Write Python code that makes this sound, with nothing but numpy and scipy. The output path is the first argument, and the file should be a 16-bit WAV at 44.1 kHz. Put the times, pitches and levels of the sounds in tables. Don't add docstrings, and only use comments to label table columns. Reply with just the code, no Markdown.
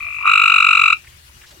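import sys
import numpy as np
from scipy import signal
from scipy.fft import rfft, irfft, next_fast_len
from scipy.io import wavfile
from scipy.ndimage import uniform_filter1d, minimum_filter1d

SR = 44100
rng = np.random.default_rng(int(sys.argv[2]) if len(sys.argv) > 2 else 0)


def materialize(psi):
    bounded = np.clip(np.atleast_2d(psi).T, -1, 1)
    quanta = np.round(bounded * 32767).astype(np.int16)
    wavfile.write(sys.argv[1], SR, quanta)


def makeup_ratio(level_db):
    decades = np.asarray(level_db, float) / 20
    return 10 ** decades


N = 70560
ECHO_HZ, ECHO_WIDTH_HZ = 2361, 1700


def evened(x):
    return x / np.sqrt(np.mean(x ** 2) + 1e-20)


def read(points, hz):
    point_hz, value = np.transpose(points)
    return np.interp(np.log(hz + 1), np.log(point_hz + 1), value)


def resonate(x, hz, width_hz):
    turn = np.exp(2j * np.pi * hz * np.arange(x.shape[-1]) / SR)
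    r = np.exp(-np.pi * width_hz / SR)
    return 2 * (turn * signal.lfilter([1 - r], [1, -r], x / turn + 1e-18)).real


def resonate_twice(x, hz, width_hz):
    return resonate(resonate(x, hz, width_hz), hz, width_hz)


def delay(x, ms):
    size = next_fast_len(N + SR // 10)
    phase = np.exp(-2j * np.pi * np.fft.rfftfreq(size, 1 / SR) * ms / 1000)
    return irfft(rfft(x, size) * phase, size)[:N]


# freq_hz, density_db
FLOOR_SPECTRUM = [(25, -17.5), (45, -7.5), (74, -3.5), (250, -20.5), (600, -24), (1000, -18), (2400, -17.5),
                  (15900, -25.5)]
# freq_hz, correlation_-1_to_1
LIKENESS = [(60, 1), (240, 0.96), (950, -0.57), (3770, -0.049), (15000, -0.18)]
# freq_hz, lean_db
LEAN_SPECTRUM = [(60, -2.17), (240, 2.05), (950, 2.5), (3770, 9.5), (15000, 1.5)]


def night_floor():
    level_db, patch_db, flicker_db = -47.5, 2.0, .9
    frames, hz = N // 256 + 5, np.fft.rfftfreq(1024, 1 / SR)
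    a, b, c, d, patches = rng.standard_normal((frames, 513, 5)).T
    patches = uniform_filter1d(patches, size=14, axis=0)
    patches = evened(uniform_filter1d(patches, size=6, axis=1))
    flicker = evened(uniform_filter1d(rng.standard_normal(frames), size=3))
    same = np.clip(read(LIKENESS, hz), -1, 1)[:, None]
    left = a + 1j * b
    right = same * left + np.sqrt(1 - same ** 2) * (c + 1j * d)
    lean_db = np.array([.5, -.5])[:, None, None] * read(LEAN_SPECTRUM, hz)[:, None]
    shape_db = read(FLOOR_SPECTRUM, hz)[:, None]
    z = np.array([left, right]) * makeup_ratio(shape_db + patch_db * patches + flicker_db * flicker + lean_db)
    return makeup_ratio(level_db) * evened(signal.istft(z, nperseg=1024, noverlap=768)[1][:, :N])


# pitch_hz, width_hz, level_db
HUMS = [
    (60, 6.6, -59.5),
    (75, 6, -56.5),
    (118.11, 9.5, -60),
    (358.2, 5.5, -69),
    (595.6, 12, -78.5),
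    (2853, 60, -63),
]


def hums():
    spread = 0.41
    out = np.zeros((2, N))
    for hz, width_hz, level_db in HUMS:
        noise = rng.standard_normal(N) + spread * rng.standard_normal((2, N))
        out += makeup_ratio(level_db) * evened(resonate_twice(noise, hz, width_hz))
    return out


# start_s, level_db, pitch_hz, width_hz, length_s
RUSTLE_EVENTS = [(.005, -42, 60, 30, 0.0562), (0.049, -55, 690, 91, 0.069), (0.255, -52, 443, 600, .08),
                 (0.257, -47.5, 7000, 9000, 0.043), (1.04, -50.5, 1800, 1500, .03),
                 (1.068, -41, 2100, 500, .018), (1.098, -55.5, 2406, 2500, .06),
                 (1.26, -74, 1400, 300, .02), (1.29, -59.5, 980, 200, .025),
                 (1.413, -44.5, 2100, 2200, .016), (1.431, -47, 1600, 900, 0.0337),
                 (1.46, -49.5, 4000, 5000, .06), (1.505, -47.5, 4000, 6000, 0.027),
                 (1.51, -54, 560, 200, 0.0633), (1.562, -50, 350, 60, 0.074)]


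def rustles():
    out, t = np.zeros((2, N + SR)), np.arange(SR // 10) / SR
    for start_s, level_db, hz, width_hz, length_s in RUSTLE_EVENTS:
        crackle_db = 2.5 * np.minimum(rng.exponential(1, len(t)), 4)
        grit = rng.standard_normal((3, len(t))) * makeup_ratio(crackle_db)
        burst = evened(resonate_twice(grit[:2] * .6 + grit[2], hz, width_hz))
        swell = np.sin(np.pi * np.minimum(t / length_s, 1) ** .6)
        out[:, round(start_s * SR):][:, :len(t)] += makeup_ratio(level_db) * burst * swell
    return out[:, :N]


def thicket(x, t60_s):
    taps = np.zeros((2, SR // 2))
    at = np.arange(100, SR // 2 - 40, 40) + rng.integers(0, 40, (2, (SR // 2 - 101) // 40))
    np.put_along_axis(taps, at, rng.choice([-1., 1.], at.shape), 1)
    taps *= makeup_ratio(-60 * np.arange(SR // 2) / SR / t60_s)
    return signal.fftconvolve(x, taps / np.linalg.norm(taps[0]), axes=1)[:, :N]


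# delay_ms, left_db, right_db
BRANCH_ECHOES = [(1.9345, -32, -13.5), (4.4183, -8, -9.5), (7.609, -11.5, -19.5), (11.017, -21, -27),
                 (15.531, -14.5, -30.5), (26, -20.5, -27), (40.42, -29.5, -36.5)]


def branches(x):
    y = resonate(x, ECHO_HZ, ECHO_WIDTH_HZ)
    out = np.zeros((2, N))
    for delay_ms, left_db, right_db in BRANCH_ECHOES:
        out += [makeup_ratio(left_db) * delay(y[0], delay_ms), makeup_ratio(right_db) * delay(y[1], delay_ms * 1.2)]
    return out


# multiple, level_db
LARYNX = [(1, 0), (2, 2.5), (3, -8.5), (4, -26), (5, -27), (6, -20.5), (7, -34)]


def trill(times_s, effort):
    rise_s, fall_s, swell_power = .0064, .0032, 0.607
    low_hz, high_hz, step_at_s, step_s = 1163.5, 1400, -0.001678, 0.001858
    scoop_hz, scoop_s = 175.6, 0.000748
    wobble, sway_db, rasp_db = 0.01047, 0.48, -22
    pad = SR // 10
    out = np.zeros(N + SR)
    effort_s, level_db, over_db, pitch, stretch = np.transpose(effort)
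    t = np.arange(-rise_s, fall_s, 1 / SR)
    for at in times_s:
        pitch_luck, level_luck, bright_luck = rng.standard_normal(3)
        length = np.interp(at, effort_s, stretch)
        phase = np.where(t < 0, t / rise_s, t / fall_s) / length
        swell = np.cos(np.pi / 2 * np.clip(phase, -1, 1)).clip(0) ** swell_power
        step = (1 + np.tanh((t / length - step_at_s) / step_s)) / 2
        scoop = scoop_hz * np.exp(-(t + rise_s * length).clip(0) / scoop_s)
        glide_hz = low_hz + (high_hz - low_hz) * step - scoop_hz * 0 - scoop
        glide_hz = glide_hz * np.interp(at, effort_s, pitch) * (1 + wobble * pitch_luck)
        turn = 2 * np.pi * np.cumsum(glide_hz) / SR
        bright_db = np.interp(at, effort_s, over_db) + sway_db * bright_luck
        tone = sum(makeup_ratio(db + (k > 1) * bright_db) * np.cos(k * turn) for k, db in LARYNX)
        rasp = makeup_ratio(rasp_db + bright_db) * rng.standard_normal(len(t))
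        gain = makeup_ratio(np.interp(at, effort_s, level_db) + sway_db * level_luck)
        start = round((at - rise_s) * SR) + pad
        out[start:start + len(t)] += gain * swell * (tone + rasp)
    return out[pad:][:N]


# pitch_hz, width_hz, left_db, right_db, left_lag_ms
SAC_MODES = [(1290.6, 356.3, 0.5, 2, -0.1309), (1969.5, 130, 2, 5, -0.0087),
             (2355.9, 167.3, 5, 1.5, 0.4068), (2705.4, 378.7, 0.5, -2.95, .38), (3117, 250, -13, -4.5, .3),
             (3831, 202.8, 1, 3, 0.218), (4986, 170, 4.5, 1, 0.287), (5932, 130, 1, 2.5, .01),
             (6250, 700, -15.5, -17.5, .01), (7424, 300.4, 5, 5, 2.005), (8233, 61, 0.5, -4, .01)]


def sac(x):
    out = np.zeros((2, N))
    for k, (hz, width_hz, left_db, right_db, left_lag_ms) in enumerate(SAC_MODES):
        ring = (-1) ** k * resonate_twice(x, hz, width_hz * 1.5)
        out += [makeup_ratio(left_db) * delay(ring, left_lag_ms), makeup_ratio(right_db) * ring]
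    return out


# time_s, level_db, overtone_db, pitch_factor, length_factor
FAR_FROG_EFFORT = [
    (0, -30.5, 4, 0.9226, 1),
    (0.101, -29, 4.5, 0.9326, 0.75),
    (.2, -32.5, 8, 0.9544, 1),
    (.225, -30, 8.5, .98, .75),
    (.245, -18, -5.73, 0.968, 0.91),
    (.266, -17.5, 4, .98, 0.86),
    (.287, -19.5, 6, .98, 0.77),
]


def far_frog():
    first_s, gap_s, pulses = .0066, .01995, 15
    pan_db, dull_hz, wet_db = 1.34, 3062, 2
    times_s = first_s + np.arange(pulses) * gap_s - .0003
    call = sac(trill(times_s, FAR_FROG_EFFORT)) * makeup_ratio([[pan_db], [-pan_db]])
    call = signal.sosfilt(signal.butter(8, dull_hz, fs=SR, output="sos"), call)
    return call + makeup_ratio(wet_db) * thicket(resonate(call, ECHO_HZ, 800), t60_s=0.096)


LEAD_INS_S = [.191, .214]
# pulse_number, gap_ms
PULSE_GAPS = [(1, 21.05), (2, 20.25), (8, 20.4), (14, 20.76), (21, 21.15), (27, 21.36), (31, 21.53),
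              (32, 22.15), (33, 24.35)]
# time_s, level_db, overtone_db, pitch_factor, length_factor
NEAR_FROG_EFFORT = [
    (.19, -28.5, -13.5, 0.73, .9),
    (.214, -21, -22, .84, .8),
    (.236, -16.5, -24.5, 0.83, 0.67),
    (.257, -4, -16.5, .93, .7),
    (.277, -1.5, -9.5, .97, .9),
    (.30, -3.5, -4, .99, .98),
    (.34, -5.5, -0.19, 1.001, 1.01),
    (.5, -6.5, 1, 0.9994, 1.0514),
    (.93, -8, 0.23, 0.9788, 1.147),
]


def near_frog():
    first_s = .2361
    number, gap_ms = np.transpose(PULSE_GAPS)
    gaps_s = np.interp(np.arange(1, number[-1] + 1), number, gap_ms) / 1000
    times_s = np.r_[LEAD_INS_S, first_s + np.cumsum(np.r_[-.0006, gaps_s])]
    call = sac(trill(times_s, NEAR_FROG_EFFORT))
    wet = makeup_ratio(-12) * thicket(resonate(call, ECHO_HZ, ECHO_WIDTH_HZ), t60_s=0.1233)
    late = makeup_ratio(-19) * thicket(resonate_twice(call, 2540, 370), t60_s=.27)
    return call + branches(call) + wet + late


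def scene():
    return night_floor() + hums() + rustles() + makeup_ratio(-2.5) * (far_frog() + near_frog())


def band_limit(x):
    return signal.sosfilt(signal.butter(12, 16120, fs=SR, output="sos"), x)


def record(dry):
    duck, ceiling_db, hold = 0.01667, 0.132, round(.003 * SR)
    power = abs(uniform_filter1d((dry ** 2).mean(0), size=4000))
    over_db = np.maximum(10 * np.log10(power + 1e-12) + 45, 0)
    x = dry / makeup_ratio(duck * (over_db - 32.5))
    room = np.minimum(makeup_ratio(ceiling_db) / (abs(x).max(0) + 1e-9), 1)
    limit = uniform_filter1d(minimum_filter1d(room, 2 * hold), hold)
    return band_limit(x * limit)


dry = scene()
out = record(dry)
materialize(out)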